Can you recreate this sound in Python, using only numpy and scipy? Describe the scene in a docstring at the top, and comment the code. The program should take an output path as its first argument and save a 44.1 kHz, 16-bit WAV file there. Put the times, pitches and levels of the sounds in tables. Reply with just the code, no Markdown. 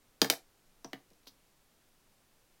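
"""A small metal-and-glass watch drops off its magnetic charger onto a slab on a desk, rocks and lands again;
later the charger puck taps its back, snaps on, and watch and puck scrape as they are lifted.
Each contact is a sum of damped case and glass modes with short noise; thumps ring the desk's low modes.
A small dead room answers with early reflections and a diffuse tail, over shaped-noise microphone hiss."""
import sys
import numpy as np
from scipy import signal
from scipy.fft import rfft, irfft
from scipy.io import wavfile

SR = 44100
rng = np.random.default_rng(int(sys.argv[2]) if len(sys.argv) > 2 else 0)


def gain_from_db(level_db):
    """Turn a decibel level (scalar or array-like) into a linear amplitude factor."""
    decades = np.asarray(level_db, float) / 20
    return 10 ** decades


def master(y):
    """Save y as 16-bit WAV."""
    cut = np.clip(np.atleast_2d(y).T, -1, 1)
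    pcm = np.round(cut * 32767)  # scale
    wavfile.write(sys.argv[1], SR, pcm.astype(np.int16))


N = 114660  # length in samples

# Spectrum of the microphone noise: (frequency [Hz], relative level [dB])
HISS_SPECTRUM = [(4.7, -25), (8.0, -2), (18, 1), (54, -19), (82, -14.5), (181, -15.5), (264, -16),
                 (291, -16.5), (550, -19.5), (709, -20.5), (1670, -24.5), (14500, -31), (16000, -33)]
# Early reflections: (delay [s], level [dB])
REFLECTIONS = [(.0045, -19.5), (.009, -19), (.013, -19.5)]
# Diffuse room tail: (band centre [Hz], level [dB], t60 before the added sag [s])
ROOM_BANDS = [(150.7, -15, 0.29), (388, -10, 0.3), (1011, -8, .22), (2530, -13, .22), (5500, -11, .22),
              (9126, -11, 0.27), (14000, -7, 0.16)]
# Modes of slab and desk top: (frequency [Hz], relative level [dB], t60 [s])
DESK_MODES = [(135, -1.5, 0.21), (165, -4, .08), (202, -3, .1), (271.7, 1, .14), (343.3, 2, .08),
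              (472.2, -1.5, 0.07753), (570, -1, 0.068), (673.3, 1, .05), (765, -4, 0.052), (938, -5, .04),
              (1129, -6, 0.023)]
# Modes of the metal case: (frequency [Hz], relative level [dB], t60 [s])
CASE_MODES = [(1450, -4.5, 0.0039), (1800, 3.5, 0.0095), (2293, 0, .01), (2805, -4, 0.011),
              (3275, -5, 0.016), (3770, -3, 0.0092), (4149, -1, .011), (4490, -4.5, .011),
              (4800, 0.5, 0.0068), (5520, -1.5, .01), (5840, -3, .01), (6540, -4.5, 0.012)]
# Modes of the glass: (frequency [Hz], relative level [dB], t60 [s])
GLASS_MODES = [(7070, -4, .005), (9000, -5, .006), (10300, -7, .005), (11300, 0.5, .008), (11900, -3, .008),
               (13056, -4, .006), (13974, -1, 0.0066), (15200, -4.5, .008)]
# Dull pushes into the desk:
# (time [s], level [dB], centre of the excited modes [Hz], rattle relative to level [dB])
DESK_THUDS = [(0.2168, -26, 279, 14.5), (0.2174, -27.5, 690, 7), (0.2467, -36.5, 495, 13),
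              (0.3008, -31.5, 469.7, 13.5), (0.326, -40, 700, 5.5), (0.8447, -41.5, 330, 9.5),
              (.8455, -45.5, 850, 0.5), (0.931, -42, 278, 13.5), (0.9321, -50, 697, 8),
              (1.1058, -65.5, 329, 2), (1.1110, -62, 275.6, -5), (1.2690, -60, 350, 16.5)]
# Sharp contacts on the case:
# (time [s], level [dB], centre of the excited modes [Hz], width [octaves], treble relative to level [dB])
CASE_CLICKS = [(.2170, -11.5, 4430, 0.43, -15), (0.2176, -20, 3240, 1.13, -4),
               (.2258, -45.5, 3970, 1.3, -2), (0.238, -45, 4000, 0.52, -15),
               (0.2454, -27.5, 3000, 1.04, -8.5), (0.2999, -16.5, 4500, 0.79, -5),
               (.3011, -24.5, 2960, 0.75, 1), (0.3048, -25, 3680, 0.67, -9.5),
               (0.3084, -30.5, 5800, .5, -13), (.3240, -30.5, 4600, 0.27, -10),
               (.3370, -42, 2003, 1.3, -5.5), (0.8455, -37, 5560, 0.25, -24),
               (0.8479, -38, 5330, 0.15, -20.5), (0.9311, -46, 3460, 0.43, -20),
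               (.9322, -35.5, 2980, 0.67, -15.5), (.9330, -35, 1800, 0.4, -20),
               (0.9399, -48.5, 3020, 0.44, -20.5), (1.1030, -61.5, 5500, 0.77, -8),
               (1.1332, -62, 4800, 0.43, -14), (1.2333, -66.5, 4493, 0.39, -8.5),
               (1.257, -61.5, 4200, .25, -26.5), (1.2678, -52, 4150, 0.28, -14),
               (1.2712, -45, 3900, 0.61, -11), (1.294, -56, 4300, 0.37, -18.5)]

HISS_DB = -68  # rms of the whole noise
MIC_LOW_HZ, TOP_HZ = 109.76, 16300
ROOM_RISE_S = 0.0052
ROOM_SAG_DB_PER_S2 = 500  # the tail dies faster as it goes
THUD_WIDTH_OCT, THUD_RISE_CYCLES, DESK_DETUNE, RATTLE_T60_S = 0.96, 1.2, 0.016, 0.05
CLICK_RISE_CYCLES, CASE_DETUNE, GLASS_RISE_S = 0.19, 0.03, 0.0012
CRACK_DB, CRACK_T60_S = -3, 0.018
HARD_DB = -43  # contacts above this start all case modes in step
SCRAPE_S, SCRAPE_TICKS, SCRAPE_RATE_PER_S = 1.273, 11, 550  # start, count, median-spacing rate
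SCRAPE_DB, SCRAPE_SCATTER_DB, SCRAPE_FADE_DB_PER_S = -49, 2.5, -300
SCRAPE_HZ, SCRAPE_OCT, SCRAPE_TREBLE_DB = 4550, 0.46, -11.5


def hiss():
    """Stationary random noise: white noise weighted in frequency, with most density in the low rumble."""
    f = np.maximum(np.arange(N // 2 + 1) * SR / N, 1)
    hz, db = np.array(HISS_SPECTRUM).T
    weight = gain_from_db(np.interp(np.log(f), np.log(hz), db))
    noise = irfft(rfft(rng.standard_normal(N)) * weight, N)
    return noise * gain_from_db(HISS_DB) / noise.std()


def room(source):
    """Linear room response: convolution with direct sound, reflections and a tail decaying band by band."""
    t = np.arange(SR // 2) / SR
    response = np.zeros(len(t))
    response[0] = 1
    for delay, db in REFLECTIONS:
        response += gain_from_db(db) * np.sinc((t - delay) * SR)
    spectrum = rfft(rng.standard_normal(len(t)))
    f = np.maximum(np.arange(len(t) // 2 + 1) * SR / len(t), 1)
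    centres = np.log([row[0] for row in ROOM_BANDS])
    for k, (_, db, t60) in enumerate(ROOM_BANDS):
        # overlapping bands, triangular in log frequency
        band = np.interp(np.log(f), centres, np.eye(len(centres))[k])
        rise = 1 - np.exp(-(t / ROOM_RISE_S) ** 2)
        envelope = gain_from_db(-60 * t / t60 - ROOM_SAG_DB_PER_S2 * t ** 2) * rise
        tail = irfft(spectrum * band, len(t)) * envelope
        response += gain_from_db(db) * tail / np.sqrt(np.sum(envelope ** 2))
    return signal.fftconvolve(source, response)[:N]


def ring(out, s, db, hz, t60, rise, detune, turn=1):
    """Modal superposition: damped sines, varied in strength and pitch; turn=-1 alternates their sign."""
    first = int(s * SR) + 1
    index = np.arange(first, min(first - 1 + SR // 3, N))
    t = (index / SR - s)[:, None]
    strength, pitch = rng.standard_normal((2, len(hz)))
    level = -gain_from_db(db + 2.0 * strength)
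    sines = np.sin(2 * np.pi * hz * (1 + detune * pitch) * t)
    modes = level * sines * gain_from_db(-60 * t / t60) * (1 - np.exp(-t / rise))
    return out + np.bincount(index, modes @ turn ** np.arange(len(hz)), N)


def bell_db(hz, centre_hz, width):
    """Selective excitation: a contact drives modes near its centre most, 6 dB less at one width [octaves]."""
    return -6 * (np.log2(hz / centre_hz) / width) ** 2


def burst(out, s, db, centre_hz, width, t60):
    """High modal density: unresolved modes act as decaying noise, band-passed around the centre."""
    t = np.arange(SR // 8) / SR
    noise = rng.standard_normal(len(t)) * gain_from_db(db - 60 * t / t60)
    edges = [centre_hz / 2 ** width, min(centre_hz * 2 ** width, SR / 2.2)]
    noise = signal.lfilter(*signal.butter(2, edges, "band", fs=SR), noise)
    return out + np.bincount(int(s * SR) + 1 + np.arange(len(t)), noise, N)


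def desk():
    """Impact on a plate: each push rings the low modes of slab and desk top and rattles in a noise band."""
    out = np.zeros(N)
    hz, gain, t60 = np.array(DESK_MODES).T
    for s, db, centre_hz, rattle_db in DESK_THUDS:
        level = db + gain + bell_db(hz, centre_hz, THUD_WIDTH_OCT)
        out = ring(out, s, level, hz, t60, THUD_RISE_CYCLES / hz, DESK_DETUNE, -1)
        out = burst(out, s, db + rattle_db, 2.2 * centre_hz, 0.7975, RATTLE_T60_S)
    return out


def click(out, s, db, centre_hz, width, treble_db):
    """Time-bandwidth reciprocity: a narrow contact swells slowly as case, glass and noise cracks sound."""
    rise = CLICK_RISE_CYCLES / (centre_hz * width)
    hz, gain, t60 = np.array(CASE_MODES).T
    turn = 1 if db > HARD_DB else -1
    out = ring(out, s, db + gain + bell_db(hz, centre_hz, width), hz, t60, rise, CASE_DETUNE, turn)
    hz, gain, t60 = np.array(GLASS_MODES).T
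    out = ring(out, s, db + gain + treble_db, hz, t60, GLASS_RISE_S, CASE_DETUNE, -1)
    out = burst(out, s, db + treble_db + 4, 13000.0, 0.5, CRACK_T60_S)
    return burst(out, s, db + CRACK_DB, centre_hz, width, CRACK_T60_S)


def scrape(out):
    """Friction as a train of impacts: dense, unevenly spaced ticks of puck on case that fade."""
    spacing, scatter = rng.standard_normal((SCRAPE_TICKS, 2)).T
    delays = np.cumsum(np.exp(0.4 * spacing)) / SCRAPE_RATE_PER_S
    levels = SCRAPE_DB + SCRAPE_SCATTER_DB * scatter + SCRAPE_FADE_DB_PER_S * delays
    for delay, db in zip(delays, levels):
        out = click(out, SCRAPE_S + delay, db, SCRAPE_HZ, SCRAPE_OCT, SCRAPE_TREBLE_DB)
    return out


def watch():
    """Linear superposition: the separate contacts on the watch and the closing scrape add."""
    out = np.zeros(N)
    for contact in CASE_CLICKS:
        out = click(out, *contact)
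    return scrape(out)


def scene():
    """Signal chain: contacts heard in the room lose their deep bass by high-pass, then hiss is added."""
    contacts = room(watch() + desk())
    high_pass = signal.butter(4, MIC_LOW_HZ, "high", fs=SR, output="sos")
    return (signal.sosfilt(high_pass, contacts) + hiss())[None]


def roll_off(x):
    """The treble ends steeply here."""
    return signal.sosfilt(signal.butter(12, 16870, fs=SR, output="sos"), x)


def record(dry):
    """Band limitation: a steep elliptic low-pass removes the top of the spectrum."""
    low_pass = signal.ellip(8, 0.2, 70, TOP_HZ, fs=SR, output="sos")
    mix = signal.sosfilt(low_pass, dry)
    return roll_off(mix)


dry = scene()
out = record(dry)
master(out)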